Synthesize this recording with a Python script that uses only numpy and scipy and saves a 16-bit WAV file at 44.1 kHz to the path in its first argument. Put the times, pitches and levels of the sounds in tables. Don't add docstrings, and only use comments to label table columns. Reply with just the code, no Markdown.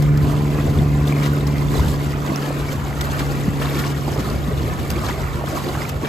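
import sys
import numpy as np
from scipy import signal
from scipy.fft import rfft, irfft, next_fast_len
from scipy.io import wavfile
from scipy.ndimage import uniform_filter1d, map_coordinates

SR = 44100
rng = np.random.default_rng(int(sys.argv[2]) if len(sys.argv) > 2 else 0)


def generate_wav(signal):
    frames = np.transpose(np.atleast_2d(signal))
    scaled = np.clip(frames, -1, 1) * 32767
    pcm = np.round(scaled).astype(np.int16)
    wavfile.write(sys.argv[1], SR, pcm)


N = 268128


def amp(db):
    return 10 ** (np.asarray(db) / 20)


def unit(x):
    return x / np.sqrt(np.mean(x ** 2) + 1e-20)


def curves(rows):
    s, *columns = np.transpose(rows)
    return [np.interp(np.arange(N) / SR, s, column) for column in columns]


def wobble(rate_hz):
    knots = rng.standard_normal(int(N * rate_hz / SR) + 4)
    return map_coordinates(knots, [np.arange(N) * rate_hz / SR])


def filtered(x, response):
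    m = next_fast_len(N + 8192)
    spectrum = rfft(x, m) * response(np.fft.rfftfreq(m, 1 / SR))
    return irfft(spectrum, m)[..., :N]


def coloured(x, points):
    f, db = np.transpose(points)
    return filtered(x, lambda hz: amp(np.interp(np.log(hz + 1), np.log(f), db)))


def one_pole(x, cutoff_hz):
    return signal.lfilter([1], [1, -np.exp(-2 * np.pi * cutoff_hz / SR)], x)


def add(track, s, sound):
    start = max(0, round(s * SR))
    track[start:start + len(sound)] += sound[:max(0, N - start)]


# f/Hz, side gain/dB
SIDE_WIDTH = [(60, -11.5), (140, -7.5), (350, -11.5), (700, -5), (1100, -3), (1500, 6), (1850, -13),
              (2800, -2), (4500, -6.5), (5600, -1.5), (6800, -14), (13000, -95)]


def stereo(mid, side):
    side = coloured(side, SIDE_WIDTH)
    return np.array([mid + side, mid - side])


def poolside(x, decay_s=0.014):
    t = np.arange(SR // 20) / SR
    side, size = np.zeros(N), SR // 5
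    for start in range(0, N, size):
        path = rng.standard_normal(len(t)) * amp(-60 * t / decay_s)
        path = path / np.linalg.norm(path)
        add(side, start / SR, signal.fftconvolve(x[start:start + size], path))
    return stereo(x, side)


def scene():
    return strokes() + slaps() + gulps() + drops() + plunks() + drone() + rumble()


# f/Hz, relative level/dB (per Hz)
CHURN_SPECTRUM = [(90, -19), (170, 4.5), (250, 0), (340, 0.5), (480, -2.5), (750, -5.5), (1000, -28),
                  (2000, -51)]
SPLASH_SPECTRUM = [(400, -6.5), (750, -4.5), (1080, 0.5), (1600, -5.5), (2050, -4.5), (2800, -9.5),
                   (3600, -18), (6000, -64)]
SPRAY_SPECTRUM = [(1500, -3), (2800, -4), (3500, 0.5), (4700, 0.5), (5600, -4), (7000, -0.5), (9000, -2.5),
                  (11500, -1), (13500, -5), (15600, -20)]


def strokes():
    churn_db, splash_db, spray_db = stirring()
    slosh = wobble(35)
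    large = bubbles(rate_hz=360, low_hz=200, high_hz=950, cycles=22, spread_db=2.4, rise=.08, clump_db=3)
    small = bubbles(rate_hz=1100, low_hz=700, high_hz=3400, cycles=38, spread_db=2.6, rise=.015, clump_db=3)
    tiny = bubbles(rate_hz=1900, low_hz=2600, high_hz=15000, cycles=34, spread_db=3.8, rise=.025, clump_db=3)
    churn = froth(large, CHURN_SPECTRUM, wash_db=-1.5)
    splash = patchy(froth(small, SPLASH_SPECTRUM, wash_db=-2), depth_db=2.2)
    spray = froth(tiny, SPRAY_SPECTRUM, wash_db=2)
    churn = churn * amp(churn_db + slosh)
    splash = splash * amp(splash_db + 0.35 * slosh)
    spray = spray * amp(spray_db + 1.4 * slosh + 0.88 * wobble(500))
    return churn + splash + spray


# t/s, vigour/dB
KICK_VIGOUR = [(0, 2), (.13, -0.5), (.45, 2), (.95, -1), (1.6, 2.24), (2.0, 1.5), (2.16, 1), (2.9, 1),
               (3.4, 2.5), (4.0, 1), (4.4, 0.5), (4.8, 1.66), (5.2, 3), (5.32, 1.1), (5.6, 3), (5.9, 1.5),
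               (5.99, -1), (6.08, 2)]
# churn level/dB, splash level/dB, spray level/dB
WAKE_LEVELS = (-32.5, -38, -46)
# t/s, splash gain/dB, rise/s, hold/s, fall/s, extra churn/dB, extra spray/dB
ARM_ENTRIES = [(.26, 1.5, 0.05, 0.088, 0.1, 1, -1.5), (1.1, 1.5, 0.22, 0.15, 0.099, -4.5, -4),
               (2.3, 2.5, 0.049, 0.16, 0.11, -3, -3.5), (3.05, 0.5, 0.064, 0.15, 0.14, -3, -0.5),
               (4.16, -1.5, 0.11, 0.12, 0.23, 1.5, 2.5), (5.065, 4.5, 0.079, 0.032, 0.02, -3, -1),
               (6.045, 1, 0.026, .04, .2, -2, -6)]
ARM_EXITS = [(.58, -3, 0.058, 0.23, 0.11, 4, -1.5), (1.74, -0.5, 0.05, 0.035, 0.29, -2, 2),
             (2.6, -2.5, 0.05, 0.12, 0.36, -21, -1), (3.62, 3, 0.039, 0.17, 0.22, -4.5, -0.5),
             (4.55, -7, 0.083, 0.1, 0.33, 2, 1.5), (5.495, -3, 0.039, 0.37, 0.11, -2.5, 1)]
# churn level/dB, splash level/dB, spray level/dB
ENTRY_LEVELS = (-31, -38, -40)
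EXIT_LEVELS = (-29.5, -36.5, -38.5)


def stirring():
    kick_db, = curves(KICK_VIGOUR)
    layer_swing = [1, 1, 2.27]
    wake = amp(np.array(WAKE_LEVELS)[:, None] + np.outer(layer_swing, kick_db))
    power = wake ** 2 + surges(ARM_ENTRIES, ENTRY_LEVELS) + surges(ARM_EXITS, EXIT_LEVELS)
    return 10 * np.log10(power)


def surges(rows, layers_db):
    t, power = np.arange(N) / SR, np.zeros((3, N))
    for s, db, rise_s, hold_s, fall_s, churn_db, spray_db in rows:
        rise = (np.minimum(t - s, 0) / rise_s) ** 2
        fall = np.maximum(t - s - hold_s, 0) / fall_s
        swell = np.exp(-rise - fall)
        gains = amp(np.add(layers_db, [db + churn_db, db, db + spray_db]))
        power += np.outer(gains, swell) ** 2
    return power


def bubbles(rate_hz, low_hz, high_hz, cycles, spread_db, rise, clump_db):
    when, size, strength, life, phase = rng.random((int(rate_hz * N / SR), 5)).T
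    births = np.cumsum(amp(clump_db * wobble(70)))
    start = np.searchsorted(births, when * births[-1])
    hz = low_hz * (high_hz / low_hz) ** size
    length = (cycles * 2 ** (3 * life - 2) / hz * SR).astype(int) + 2
    strength_db = spread_db * np.minimum(-np.log(1 - strength), 4)
    gain = amp(strength_db) * np.sqrt(hz) * 2 ** -life
    each = lambda value: np.repeat(value.astype(np.float32), length)
    first = np.repeat(np.cumsum(length) - length, length)
    k = (np.arange(length.sum()) - first).astype(np.float32)
    age, turns = k / each(length), k * each(hz / SR)
    ring = np.sin(2 * np.pi * (turns * (1 + rise * age / 2) + each(phase)))
    swell = np.exp(-4 * age) * (1 - np.exp(-2 * turns))
    place = (each(start) + k).astype(int)
    return unit(np.bincount(place, each(gain) * ring * swell, N)[:N])


def froth(cloud, spectrum, wash_db):
    pair = poolside(unit(coloured(cloud, spectrum)))
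    wash = stereo(*unit(coloured(rng.standard_normal((2, N)), spectrum)))
    pair = pair + amp(wash_db) * wash
    return pair / np.std(pair.mean(axis=0))


def patchy(pair, depth_db):
    z = signal.stft(pair, nperseg=1024)[2]
    field = rng.standard_normal(z.shape[1:])
    field = uniform_filter1d(field, size=3, axis=0)
    field = uniform_filter1d(field, size=9, axis=1)
    out = signal.istft(z * amp(depth_db * unit(field)), nperseg=1024)[1][:, :N]
    return out / np.std(out.mean(axis=0))


# t/s, relative level/dB, envelope scale/s, lowpass f/Hz
SURFACE_SLAPS = [(0.0224, -18.5, 0.0041, 12000), (.174, -20, 0.0023, 12000), (1.0714, -19, .003, 13000),
                 (1.075, -24, 0.01, 6000), (1.223, -22, 0.018, 4000), (1.25, -20, 0.019, 3000),
                 (1.471, -21, 0.0056, 12000), (1.578, -26, .006, 3500), (1.795, -25, .004, 4000),
                 (1.808, -27, 0.0026, 14000), (1.882, -21.5, .004, 7000), (2.294, -22, .002, 500),
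                 (2.718, -24, 0.014, 11000), (3.008, -14, 0.0067, 7000), (3.188, -20, 0.017, 3500),
                 (3.611, -25, 0.015, 4000), (3.789, -20.5, 0.012, 10000), (4.188, -24, 0.022, 1200),
                 (4.902, -13, 0.0035, 12000), (4.911, -19, .005, 10000), (5.08, -23, 0.02, 1500),
                 (5.354, -27, .005, 2500), (5.459, -24, .002, 13000), (5.89, -18, 0.0073, 14000),
                 (6.05, -28, .012, 3000)]
# f/Hz, gain/dB
CRACKLE_SPECTRUM = [(100, -25), (300, -8), (700, 0), (3500, 0), (7000, -1), (12500, 0), (15500, -3)]


def slaps():
    track = np.zeros(N)
    for s, db, scale_s, bright_hz in SURFACE_SLAPS:
        u = np.arange(SR // 8) / SR / scale_s
        burst = unit(one_pole(rng.standard_normal(len(u)), bright_hz))
        swell = 2 * u * np.exp(1 - 2 * u)
        add(track, s, amp(db - 9) * swell * burst)
    crackle = track * amp(2.5 * wobble(900))
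    return poolside(coloured(crackle, CRACKLE_SPECTRUM))


# t/s, relative level/dB, centre f/Hz, time scale/s
BUBBLE_GULPS = [(0.332, -19, 660, .03), (1.123, -15, 660, 0.0047), (1.17, -21, 535, 0.015),
                (1.246, -31, 1680, 0.012), (1.74, -17, 700, 0.026), (2.296, -9.5, 290, 0.014),
                (2.42, -28, 1700, 0.0092), (2.503, -14.5, 430, .008), (3.013, -28, 650, .014),
                (3.087, -21, 800, 0.015), (3.199, -21, 1520, 0.017), (3.617, -19, 1000, 0.014),
                (3.649, -18, 1100, 0.0055), (3.753, -28, 1300, 0.026), (3.838, -25, 2090, 0.017),
                (4.077, -9.5, 556, 0.0065), (4.16, -13, 560, 0.023), (4.607, -14, 252, 0.04),
                (5.085, -15, 760, .016), (5.097, -20.5, 1600, 0.016), (5.41, -15, 650, 0.0096),
                (5.436, -19, 800, .008), (5.526, -19, 320, 0.023), (5.574, -18, 945, 0.013),
                (5.654, -17.5, 350, .04), (5.667, -26, 1150, 0.021), (5.75, -18.5, 1000, 0.014),
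                (6.037, -14.5, 360, .025), (6.048, -21, 2200, 0.02)]


def gulps(count=16, half_spread_octaves=0.74, ring_cycles=8):
    track, t = np.zeros(N), np.arange(SR // 8) / SR
    for s, db, centre_hz, scale_s in BUBBLE_GULPS:
        when, size, strength = rng.random((3, count, 1))
        delay_s = 2 * scale_s * ((np.arange(count)[:, None] + when) / count) ** 2
        hz = centre_hz * 2 ** (half_spread_octaves * (2 * size - 1))
        turns = np.maximum(t - delay_s, 0) * hz
        ring = np.sin(2 * np.pi * turns) * np.exp(-4 * turns / ring_cycles)
        gain = (2 * strength - 1) * np.exp(-delay_s / scale_s / 2)
        cluster = np.sum(gain * ring, axis=0)
        rms = np.sqrt(np.sum(cluster ** 2) / (2 * scale_s * SR))
        add(track, s, amp(db - 15) * cluster / rms)
    return poolside(track)


# t/s, relative level/dB, starting f/Hz, tick-to-ring ratio
WATER_DROPS = [(.175, -24, 5300, 1.2), (.787, -18, 3430, .5), (1.0766, -13, 3500, 1),
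               (1.124, -13, 2280, 1.1), (1.224, -17.5, 2230, .4), (1.233, -18, 6060, 1.2),
               (1.242, -14, 3680, 1.2), (1.255, -24, 4000, 1.2), (1.333, -23, 1430, .3),
               (1.3355, -12, 12000, .4), (1.368, -24, 2480, .2), (1.407, -21, 3780, .3),
               (1.469, -16, 5350, .8), (1.557, -22, 1960, .2), (1.832, -23, 1540, .3),
               (2.043, -27, 2400, .2), (2.105, -21, 4970, .3), (2.1315, -19, 1940, 0.25),
               (2.263, -15, 6800, .5), (2.3595, -8, 5580, 2), (2.568, -25, 1550, .1),
               (2.928, -22, 1950, .2), (3.011, -12.5, 3600, 1.2), (3.031, -23, 1940, .2),
               (3.119, -20, 6350, .4), (3.205, -19, 1550, .9), (3.622, -17, 2750, .6),
               (3.792, -18, 7500, 1.2), (3.658, -16, 3780, .3), (3.840, -18, 2260, .5),
               (4.233, -24, 1370, .1), (4.3005, -15, 4500, .7), (4.904, -19, 2650, 1),
               (4.9045, -19, 4650, 1), (4.955, -19.5, 2200, .2), (4.963, -19, 2400, .4),
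               (5.065, -17, 4400, 1), (5.086, -14, 7400, 1), (5.109, -16, 1970, .8),
               (5.480, -18.5, 1195, .2), (5.818, -14, 2020, 1.1), (5.8518, -17, 2300, .7)]


def drops():
    track, t = np.zeros(N), np.arange(SR // 30) / SR
    for s, db, hz, impact in WATER_DROPS:
        ring = np.sin(2 * np.pi * hz * t * (1 + 4 * t)) * amp(-60 * t * hz / 32)
        tick = impact * rng.standard_normal(len(t)) * amp(-60 * t / .004)
        tick = one_pole(tick, hz) * (1 - np.exp(-2 * np.pi * hz / SR))
        onset = 1 - np.exp(-t / .0007)
        add(track, s, amp(db - 1.5) * (ring + tick) * onset)
    return poolside(track)


# t/s, peak level/dB, start f/Hz, end f/Hz, glide time/s
AIR_PLUNKS = [(.235, -20, 309, 174, 0.043), (.775, -18.5, 234, 112, 0.066),
              (1.794, -19.5, 940, 1020, 0.0063), (2.289, -17.5, 296, 345, 0.025),
              (2.506, -20, 450, 556, 0.0047), (3.479, -7, 233, 93, 0.014), (3.758, -21, 303, 350, 0.014),
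              (4.17, -19, 127, 100, 0.028), (4.192, -16.5, 334, 190, 0.019), (4.476, -18, 220, 169, 0.021),
              (4.509, -22, 424, 433, 0.025), (4.62, -18, 145, 87, 0.041), (5.05, -13, 153, 97.5, 0.013),
              (5.351, -17, 140, 88, 0.012), (5.439, -17, 655, 520, 0.0036), (5.526, -26, 311, 335, .032),
              (5.654, -23.5, 325, 380, 0.051), (5.772, -17, 151, 80, 0.013), (5.956, -16, 95, 70, 0.02)]


def plunks():
    track, t = np.zeros(N), np.arange(SR // 5) / SR
    for s, db, start_hz, end_hz, glide_s in AIR_PLUNKS:
        u = t / glide_s
        hz = start_hz + (end_hz - start_hz) * np.minimum(u, 1)
        swell = 2 * u * np.exp(-(2 * u) ** 1.3)
        note = np.sin(2 * np.pi * np.cumsum(hz) / SR)
        add(track, s, amp(db) * swell / swell.max() * note)
    return track


# t/s, firing rate f/Hz
FIRING_RATE = [(0, 73.3), (.5, 73), (1.5, 72.05), (2.2, 71.6), (3, 71), (4.2, 70.55), (6.08, 70.1)]
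# t/s, relative level/dB
TONE_LEVEL = [(0.1, -15.5), (0.55, -21), (1.15, -18), (1.6, -21), (2.3, -25), (2.85, -27.5), (3.3, -24),
              (3.8, -23), (4.4, -28.5), (5.2, -30), (6.0, -31.5)]
# t/s, relative level/dB
ORDERS_LEVEL = [(0, -35.5), (.7, -35.5), (1.25, -33.5), (1.9, -38), (2.5, -39.5), (3, -43.5), (3.7, -37.5),
                (4.6, -47.5), (6.08, -52)]
# multiple of firing rate, relative level/dB, slope/(dB/s)
ENGINE_ORDERS = [(1, 0, 0), (2.25, -6, -3), (3, 4.5, -1.3), (3.75, -1, 0), (4, 5.3, -.7), (5, -.3, -1.8),
                 (5.5, -9, -1), (6, -4, .1), (7, -8.3, -.2), (14, -14.5, .5)]


def drone(skew_rad=.25):
    hz, = curves(FIRING_RATE)
    tone_db, = curves(TONE_LEVEL)
    orders_db, = curves(ORDERS_LEVEL)
    t, turn_rad = np.arange(N) / SR, 2 * np.pi * np.cumsum(hz) / SR
    drift = lambda: skew_rad * np.outer([1, -1], unit(wobble(2.03)))
    tone = amp(tone_db + .25 * wobble(7)) * np.sin(2 * turn_rad + .03 * wobble(12) + drift())
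    rest = 0
    for order, db, slope_db_per_s in ENGINE_ORDERS:
        gain = amp(db + slope_db_per_s * t + .7 * wobble(3))
        rest = rest + gain * np.sin(order * turn_rad + drift())
    return np.sqrt(2) * (tone + amp(orders_db) * rest)


# t/s, relative level/dB
RUMBLE_LEVEL = [(0, -25), (0.27, -21.5), (0.48, -29.5), (0.78, -19.5), (1.17, -30.5), (1.45, -27.5),
                (1.82, -20.5), (2.38, -38.5), (2.62, -27.5), (2.9, -30), (3.28, -30), (3.7, -33),
                (4.1, -27), (4.62, -24.5), (4.85, -25.5), (5.3, -27), (5.58, -33), (6.0, -30.5)]
# f/Hz, relative level/dB (per Hz)
RUMBLE_SPECTRUM = [(20, -32), (32, -17), (48, -2), (68, 8), (95, 0.5), (130, -1), (190, -7), (260, -16.5),
                   (450, -51)]


def rumble():
    db, = curves(RUMBLE_LEVEL)
    noise = unit(coloured(rng.standard_normal((2, N)), RUMBLE_SPECTRUM))
    return amp(db + 1.5) * stereo(*noise)


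# f/Hz, phase lag of left behind right/turns
PORT_LAG = [(6700, 0), (8300, .24), (9850, .5), (11400, .75), (13000, 1), (14400, 1.25), (15700, 1.5)]
# f/Hz, left minus right/dB
PORT_LEAN = [(100, 0), (400, -0.5), (700, -2.5), (1290, -2), (2380, 1.5), (4400, 1.5), (8000, 0)]


def record(dry, top_hz=15700):
    ears = np.array([[1], [-1]]) / 2
    lag = lambda hz: np.exp(-2j * np.pi * ears * np.interp(hz, *np.transpose(PORT_LAG)))
    lean = lambda hz: amp(ears * np.interp(hz, *np.transpose(PORT_LEAN)))
    return filtered(dry, lambda hz: lag(hz) * lean(hz) * (hz < top_hz))


dry = scene()
out = record(dry)
generate_wav(out)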